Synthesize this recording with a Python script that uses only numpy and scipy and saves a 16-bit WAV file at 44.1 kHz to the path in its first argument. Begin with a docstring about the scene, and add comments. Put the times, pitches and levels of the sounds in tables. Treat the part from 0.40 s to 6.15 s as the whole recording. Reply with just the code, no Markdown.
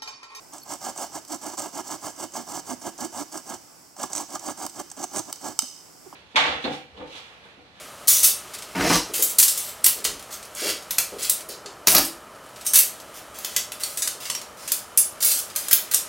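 """A hand saw works through a branch, close by on a forest floor, nearer the right of two microphones.
At about six strokes a second, with one rest, its teeth knock the branch and tear fibres.
The blade squeaks and snags on splinters; the wood groans, knocks and at last cracks right through.
The ground and the trunks scatter the sound back over faint air and a steady high background hiss."""
import sys
import numpy as np
from scipy import signal
from scipy.fft import rfft, irfft, next_fast_len
from scipy.io import wavfile
from scipy.ndimage import map_coordinates

SR = 44100
rng = np.random.default_rng(int(sys.argv[2]) if len(sys.argv) > 2 else 0)


def master(y):
    """Save y as 16-bit WAV."""
    cut = np.clip(np.atleast_2d(y).T, -1, 1)
    pcm = np.round(cut * 32767)  # scale
    wavfile.write(sys.argv[1], SR, pcm.astype(np.int16))


N = 253560
TIME = np.arange(N) / SR


def amp(db):
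    """Decibels to gain."""
    return 10 ** (np.asarray(db) / 20)


def unit(x):
    """Scale to rms 1."""
    return x / np.sqrt(np.mean(x ** 2) + 1e-20)


def along(points, hz):
    """Read (f/Hz, value) points on a log axis."""
    f, v = np.transpose(points)
    return np.interp(np.log(hz + 1), np.log(f), v)


def filtered(x, response):
    """Multiply x by a complex response of frequency."""
    size = next_fast_len(N + SR // 2)
    return irfft(rfft(x, size) * response(np.fft.rfftfreq(size, 1 / SR)), size)[..., :N]


def ring(x, colour, size=4096):
    """Pass x through a causal body of the given colour and unit energy."""
    cepstrum = irfft(np.log(amp(along(colour, np.fft.rfftfreq(size, 1 / SR))) + 1e-6))
    cepstrum[1:size // 2] *= 2  # fold to minimum phase
    cepstrum[size // 2 + 1:] = 0
    response = irfft(np.exp(rfft(cepstrum)))
    return signal.fftconvolve(x, response / np.linalg.norm(response))[:N]


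def wobble(rate):
    """A smooth random curve with rate knots a second."""
    return map_coordinates(rng.standard_normal(int(N * rate / SR) + 4), [TIME * rate])


def sliding(x, colour, shift, rate=12):
    """A body whose resonances drift up and down by the share shift as the teeth move through the cut."""
    low, high = (ring(x, [(hz * (1 + side * shift), db) for hz, db in colour]) for side in (-1, 1))
    place = (1 + np.tanh(2 * wobble(rate))) / 2
    return (1 - place) * low + place * high


def fibres(rate, spread_db):
    """Tiny random fractures of uneven size, about rate a second, rms 1."""
    clicks = (rng.random(N) < rate / SR) * rng.choice([-1, 1], N)
    return unit(clicks * amp(spread_db * rng.standard_normal(N)))


def blow(start, t60, attack):
    """An envelope that rises at start and dies away; times in seconds."""
    first, last = np.searchsorted(TIME, [start, start + 2 * t60])
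    age, envelope = TIME[first:last] - start, np.zeros(N)
    envelope[first:last] = (1 - np.exp(-age / attack)) * amp(-60 * age / t60)
    return envelope


def slip(start, length, first_hz, last_hz, db, overtone):
    """A brief gliding friction tone that swells and fades."""
    span, tone = (TIME > start) & (TIME < start + length), np.zeros(N)
    age = TIME[span] - start
    phase = 2 * np.pi * (first_hz * age + (last_hz - first_hz) * age ** 2 / (2 * length) + rng.random())
    tone[span] = amp(db) * np.sin(np.pi * age / length) * (np.sin(phase) + overtone * np.sin(2 * phase))
    return tone


# how alike the background is at the two microphones: f/Hz, correlation
COHERENCE = [(60, 0.4), (180, 0.12), (550, 0.17), (1650, 0.3), (4970, 0.5), (15000, 0.03)]
def hush(colour, db, sway_db, pan_db):
    """A steady, gently swaying rush in both microphones."""
    def mid_and_side(hz):
        turn = np.arccos(along(COHERENCE, hz)) / 2
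        return amp(along(colour, hz)) * [np.cos(turn), np.sin(turn)]
    mid, side = filtered(rng.standard_normal((2, N)), mid_and_side)
    level = amp(db + sway_db * wobble(9)) * amp([[pan_db / 2], [-pan_db / 2]])
    return unit(np.array([mid + side, mid - side])) * level


# spectra of the forest air and of the background hiss: f/Hz, relative level/dB
AIR_COLOUR = [(15, -47), (25, -21.5), (149, -4.5), (176, -4), (205, -9.5), (300, -1.5), (412, -7),
              (459, -7.5), (489, -8), (672, -6.5), (732, -4.5), (1470, -11), (1820, -18), (1980, -15),
              (4000, -22.5), (5200, -58), (8800, -120)]
HISS_COLOUR = [(2240, -43), (3800, -33), (4130, -8.5), (4550, -1), (5420, 6.5), (6000, -0.5), (8010, 3.5),
               (9200, -4), (12700, -5), (14600, -6), (16000, -4)]
def air_and_hiss():
    """The bed: a low rush of air and a steady high background hiss, a little to the right."""
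    air = hush(AIR_COLOUR, db=-54, sway_db=1.4, pan_db=-3)
    hiss = hush(HISS_COLOUR, db=-52, sway_db=0.6, pan_db=-2.5)
    return air + hiss


# push and pull in turn: start t/s, fastest t/s, end t/s, force level/dB, early drag re force/dB
SAW_STROKES = [(.115, .134, 0.26, -41, -27), (.246, 0.331, .39, -33, -16.5), (.402, .471, 0.55, -31.5, -10),
               (.551, .631, .7, -33, -5.5), (.71, .764, .82, -34.5, -14), (.873, .932, .99, -32, -16),
               (1.008, 1.073, 1.127, -34, -8.5), (1.091, 1.131, 1.176, -38, -12),
               (1.169, 1.247, 1.332, -34.5, 1), (1.322, 1.399, 1.429, -32, -7.5),
               (1.438, 1.537, 1.59, -33.5, -11.5), (1.599, 1.661, 1.749, -32, -21),
               (1.737, 1.833, 1.89, -33, -37), (1.914, 1.967, 2.076, -34, -20),
               (2.065, 2.176, 2.223, -33, -6), (2.245, 2.314, 2.368, -32, -16),
               (2.407, 2.479, 2.52, -33, -11.5), (2.574, 2.631, 2.706, -33, -9),
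               (2.717, 2.813, 2.853, -32.5, -9.5), (2.9, 2.95, 3.045, -36, -29),
               (3.024, 3.127, 3.192, -35, -30), (3.556, 3.631, 3.7, -33, -17),
               (3.689, 3.805, 3.872, -33.5, -10), (3.883, 3.958, 3.99, -35, -9),
               (3.992, 4.097, 4.147, -32, -19), (4.165, 4.245, 4.285, -33, -10.5),
               (4.308, 4.408, 4.43, -34.5, -36), (4.564, 4.633, 4.67, -36.5, -5),
               (4.703, 4.778, 4.845, -31.5, -18), (4.847, 4.895, 4.93, -40, -22),
               (5, 5.076, 5.16, -33.5, -18)]
def arm(branch_power, wood_power, rasp_power, full_speed_hz=299.7, pace_spread=.18, catch_s=.011):
    """The arm's force and the blade's speed set the tooth rate and the drive of three saw layers."""
    tooth_hz, drive = np.zeros(N), np.zeros((3, N))
    powers = np.array([[branch_power], [wood_power], [rasp_power]])
    for start, fastest, end, force_db, drag_db in SAW_STROKES:
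        span = (TIME > start) & (TIME < end)
        t = TIME[span]
        speed = np.abs(np.sin(np.pi * np.interp(t, [start, fastest, end], [0, .5, 1])))
        # the teeth catch at once and drag while the arm gathers speed
        caught = np.clip((t - start) / catch_s, 0, 1) * (t < fastest)
        drag = (amp(drag_db) * caught) ** (powers / wood_power)
        peak_hz = full_speed_hz * (1 + pace_spread * rng.uniform(-1, 1))
        tooth_hz[span] = np.maximum(tooth_hz[span], peak_hz * speed ** .4)
        drive[:, span] += amp(force_db) * (drag + (1 - drag) * speed ** powers)
    return tooth_hz, drive


# spectra of the booming branch, the wood at the cut and the blade's rasp: f/Hz, relative level/dB
BRANCH_COLOUR = [(32, -70), (55, -21), (108, -10), (167, -10), (260, -1.5), (352, 2), (456, -7.5),
                 (500, -18), (650, -39), (1100, -120)]
WOOD_COLOUR = [(260, -48.5), (450, -21), (555, -4), (711, 1), (970, -1.5), (1310, -8), (1500, -17.5),
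               (1660, -7), (1860, -31), (2070, -16.5), (2530, -27.5), (3040, -15), (3330, -25), (3680, -19),
               (4000, -45), (5200, -50), (8800, -120)]
RASP_COLOUR = [(2240, -29), (3800, -17), (4060, -18), (4500, -4), (4830, -8), (6190, 0.5), (6890, -4),
               (7870, 1), (8510, -3.5), (9370, -10.5), (11100, -13.5), (15200, -14), (16000, -14)]
# the branch booms more as the cut deepens: t/s, relative level/dB
BRANCH_BOOM = [(.3, -8), (1.3, -5.5), (2.35, -3), (3.1, -3.5), (3.85, -5.5), (4.7, -1.5), (5.1, -3.5)]
def saw(jitter=.09, tooth_share=0.4, bite=0.28, grab_db=0.91, catch_db=2.0):
    """Close to the microphones, each tooth shoves the branch and tears a clump of fibres."""
    tooth_hz, (branch, wood, rasp) = arm(branch_power=3.13, wood_power=3.33, rasp_power=2.72)
    teeth_passed = np.cumsum(tooth_hz * (1 + jitter * wobble(170))) / SR
    teeth = unit(np.diff(np.floor(teeth_passed), prepend=0) * amp(3.7 * rng.standard_normal(N)))
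    tearing = unit(1 + bite * np.cos(2 * np.pi * teeth_passed))
    grab = amp(grab_db * wobble(90))  # the teeth grip unevenly along the grain
    shove = tooth_share * teeth + (1 - tooth_share) * fibres(1500, spread_db=2.5)
    chips = 0.24 * teeth + tearing * fibres(3000, spread_db=2.5)
    dust = tearing * fibres(12000, spread_db=3.5) * amp(catch_db * wobble(130))
    boom = amp(np.interp(TIME, *np.transpose(BRANCH_BOOM)))
    return (ring(grab * branch * boom * shove * amp(-2), BRANCH_COLOUR)
            + sliding(grab * wood * chips * amp(-2.5), WOOD_COLOUR, shift=0.014)
            + sliding(grab * rasp * dust * amp(-3.3), RASP_COLOUR, shift=0.02))


# the blade snags: t/s, length/s, force level/dB, knock re force/dB
BLADE_SNAGS = [(.1345, .005, -24, -11), (.1815, .005, -26, -19), (0.576, .005, -19, -7),
               (1.0291, .005, -28, -7), (1.176, .005, -22, -14), (1.1856, .005, -19, -11),
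               (1.193, .005, -15.5, -11), (1.5146, .005, -22.5, -5), (1.937, .025, -27, -9),
               (3.5639, .005, -36, 3), (3.598, .005, -27, 13), (3.6313, .005, -11.5, -16),
               (3.731, .005, -12.5, -17), (3.7507, .032, -14, -20), (3.952, .005, -20.5, -1),
               (3.9934, .005, -23.5, -18), (4.2956, .005, -26, -25), (4.5, .005, -26, -22),
               (4.5143, .005, -21, -7), (4.6277, .005, -19, -8), (4.6345, .005, -20, -10),
               (4.6398, .005, -14.5, -3), (4.732, .005, -26, -5), (4.7593, .015, -12, -15),
               (4.782, .015, -13.5, -17), (4.9576, .005, -27, -28)]
def splinters(gap_s=0.00935, stray_db=2, spread_db=2.5, stray_knock_db=-9):
    """Rows (t/s, level/dB, knock/dB): a run at each snag, and a stray as each stroke gathers speed."""
    rows = [(at, db, knock_db) for start, length, db, knock_db in BLADE_SNAGS
            for at in np.arange(start, start + length, gap_s)]
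    delays, sizes = rng.random(len(SAW_STROKES)), rng.standard_normal(len(SAW_STROKES))
    for (start, fastest, _, force_db, _), delay, size in zip(SAW_STROKES, delays, sizes):
        at = start + delay * (fastest - start)
        rows.append((at, force_db + stray_db + spread_db * size, stray_knock_db))
    return rows


# spectrum of a snapping splinter: f/Hz, relative level/dB
SPLINTER_COLOUR = [(1500, -15), (3000, -15.5), (4000, -13), (5100, -8.5), (6300, 5.5), (7100, -3),
                   (8000, 4.5), (10000, -12), (15500, -21)]
def snags(snap_db=-7, knock_db=-11):
    """Splinters snap in a quick run of fractures that also knocks the wood."""
    snap, knock = np.zeros((2, N))
    for start, db, wood_db in splinters():
        force = amp(db) * blow(start, t60=.025, attack=0.00085)
        snap += force
        knock += force * amp(wood_db)
    return (ring(amp(snap_db) * snap * fibres(18000, spread_db=1), SPLINTER_COLOUR)
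            + ring(amp(knock_db) * knock * fibres(8000, spread_db=2), WOOD_COLOUR))


# squeaks of the blade: t/s, length/s, f/Hz, level/dB
BLADE_SQUEAKS = [(.215, 0.009, 4370, -45), (.23, 0.011, 4440, -44), (.23, 0.0097, 11400, -42),
                 (.23, .012, 14879, -51), (2.396, .016, 9085, -48)]
def squeaks():
    """The steel rubs in the kerf with thin, pure tones."""
    return sum(slip(start, length, hz, hz, db, overtone=0) for start, length, hz, db in BLADE_SQUEAKS)


# the branch gives way, at last right through: t/s, level/dB, bright snap re level/dB
BRANCH_CRACKS = [(0.85, -39, -10), (4.2644, -28.5, 9), (4.9271, -23, 6.5), (5.1906, -11, 1),
                 (5.221, -26, -3)]
# modes of the breaking branch: f/Hz, relative level/dB, t60/s
FRACTURE_MODES = [(900.6, -12, 0.017), (1306, -10.5, 0.017), (2253, -16.5, 0.013), (3009, -9, 0.017),
                  (3724, -15, 0.017), (4480, -6.5, 0.011), (5100, 0.5, 0.014), (6150, 1, 0.011),
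                  (7193, -6, 0.013), (8190, 6.5, 0.0074), (8900, 0.5, 0.0052), (10240, -9, .008),
                  (12500, -5, .007), (14800, -4, .005)]
def cracks(tear_db=-6, rustle_db=-30):
    """Fibres give way at once: a bright snap, a short ring, a little tearing and a splintery rustle."""
    ringing, snap, tear = np.zeros((3, N))
    t = np.arange(SR // 20) / SR
    onset = 1 - np.exp(-t / 0.00023)
    for start, db, bright_db in BRANCH_CRACKS:
        modes = sum(amp(level - 60 * t / t60) * np.sin(2 * np.pi * (hz * t + rng.random()))
                    for hz, level, t60 in FRACTURE_MODES)
        ringing[round(start * SR):][:len(t)] += amp(db - 0.7) * modes * onset
        snap += amp(db + bright_db) * blow(start, t60=0.009, attack=0.00038)
        tear += amp(db + tear_db) * blow(start, t60=0.018, attack=0.00081)
        tear += amp(db + rustle_db) * blow(start, t60=0.41, attack=.02)
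    bright = ring(snap * rng.standard_normal(N), [(3000, -15), (8000, 5), (11000, -0.5), (15500, -1.5)])
    return ringing + bright + ring(tear * fibres(12000, spread_db=0), SPLINTER_COLOUR)


# groans of the branch: t/s, length/s, first f/Hz, last f/Hz, level/dB
BRANCH_GROANS = [(.905, .051, 328, 259, -35.5), (2.288, .063, 240.1, 261, -35.5),
                 (2.45, 0.052, 272.5, 278, -35.5), (2.608, .04, 225, 275, -34.5),
                 (2.635, .041, 315, 354, -30.5), (2.781, 0.061, 284.5, 306.6, -37),
                 (4.742, 0.039, 297, 299.4, -36), (5.658, .027, 453, 312, -40.5)]
def groans():
    """Stick and slip in the cut makes the wood groan."""
    return sum(slip(*row, overtone=0.22) for row in BRANCH_GROANS)


# the branch knocks in the cut: t/s, relative level/dB, f/Hz, t60/s
BRANCH_KNOCKS = [(3.636, -30.5, 1155, 0.042), (3.956, -33.5, 1201, 0.051), (4.265, -32.5, 1060, 0.023),
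                 (5.229, -42, 260.1, .08), (5.7267, -33, 1070, 0.016), (5.733, -48, 294, 0.058)]
def knocks(rattle_db=-4):
    """Each dull knock is one damped resonance and a dry rattle of the wood."""
    tone, force = np.zeros((2, N))
    for start, db, hz, t60 in BRANCH_KNOCKS:
        hit = 2 * amp(db) * blow(start, t60, attack=0.001)
        tone += hit * np.sin(2 * np.pi * hz * (TIME - start))
        force += hit
    return tone + ring(amp(rattle_db) * force * fibres(4600, spread_db=5.0), WOOD_COLOUR)


# left microphone minus right: f/Hz, level/dB
LEFT_LEVEL = [(60, 0), (110, -11), (200, -14.5), (380, -8.5), (700, -2), (1290, -4.5), (2380, -4),
              (4400, -3.5), (8120, -6), (15000, 0.5)]
# left microphone ahead of right: f/Hz, phase/rad
LEFT_LEAD = [(0, 0), (430, 1.32), (690, -0.48), (1380, 0.53), (1640, 0.035), (4310, 0.44), (5000, 0.63),
             (6980, 0.81), (8270, 0.63), (8870, 1.02), (10900, 1.46), (12700, 1.3), (14700, 1.5),
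             (16600, 0.1)]
def direct(x):
    """The straight path from the cut reaches each microphone with its own level and phase."""
    side = np.array([[.5], [-.5]])
    gain = lambda hz: amp(side * along(LEFT_LEVEL, hz))
    return filtered(x, lambda hz: gain(hz) * np.exp(1j * side * along(LEFT_LEAD, hz)))


def scattered(x, paths, colour):
    """Send x along left and right echo paths and colour it, 4 dB stronger on the right."""
    paths = paths / np.linalg.norm(paths, axis=1, keepdims=True)
    wet = signal.fftconvolve(x[None], paths, axes=1)[:, :N]
    return filtered(wet, lambda hz: amp(along(colour, hz))) * amp([[-2], [2]])


def ground(x, db=-13, t60=0.052):
    """Leaf litter and stones close by scatter the treble to each microphone by its own paths."""
    t = np.arange(SR // 20) / SR
    paths = rng.standard_normal((2, len(t))) * amp(-60 * t / t60) * (t > .001)
    return amp(db) * scattered(x, paths, [(500, -14.0), (2000, 4), (14000, -2)])


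# decay among the trees: f/Hz, t60/s
FOREST_DECAY = [(150, 0.47), (1000, 0.48), (3000, 0.65), (6000, 0.66), (14000, 0.44)]
# what the trunks send back: f/Hz, level/dB
TRUNK_ECHO = [(150, -10.5), (800, -18), (3000, -8.5), (5500, -9.5), (9000, -15.5), (15000, -12)]
def forest(x, echoes_per_s=900, diffuse=0.53):
    """Echoes from trunks further off merge into a fading tail, different on each side."""
    echoes = rng.standard_normal((2, SR)) * (diffuse + 4 * (rng.random((2, SR)) < echoes_per_s / SR))
    echoes += 0.33 * echoes[::-1]  # each microphone hears some of the other side
    hz, t, spectrum = signal.stft(echoes, SR, nperseg=256)
    decay = amp(-60 * t / along(FOREST_DECAY, hz)[:, None])
    tail = signal.istft(spectrum * decay, SR, nperseg=256)[1]
    tail *= 1 - np.exp(-np.arange(tail.shape[1]) / SR / 0.0019)
    return scattered(x, tail, TRUNK_ECHO)


def scene(crack_echo_db=3):
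    """The sawing is nearer the right microphone; the forest surrounds it."""
    sawing = saw() + snags() + knocks() + groans() + squeaks()
    breaking = cracks()
    work = sawing + breaking
    # the break radiates from the whole branch and carries further among the trees
    echo = forest(sawing) + amp(crack_echo_db) * forest(breaking)
    return air_and_hiss() + direct(work) + ground(work) + echo


def record(dry, ceiling=.9, top_hz=15900):
    """The recorder clips any peak over its ceiling and keeps nothing above its band limit."""
    return filtered(np.clip(dry, -ceiling, ceiling), lambda hz: hz < top_hz)


dry = scene()
out = record(dry)
master(out)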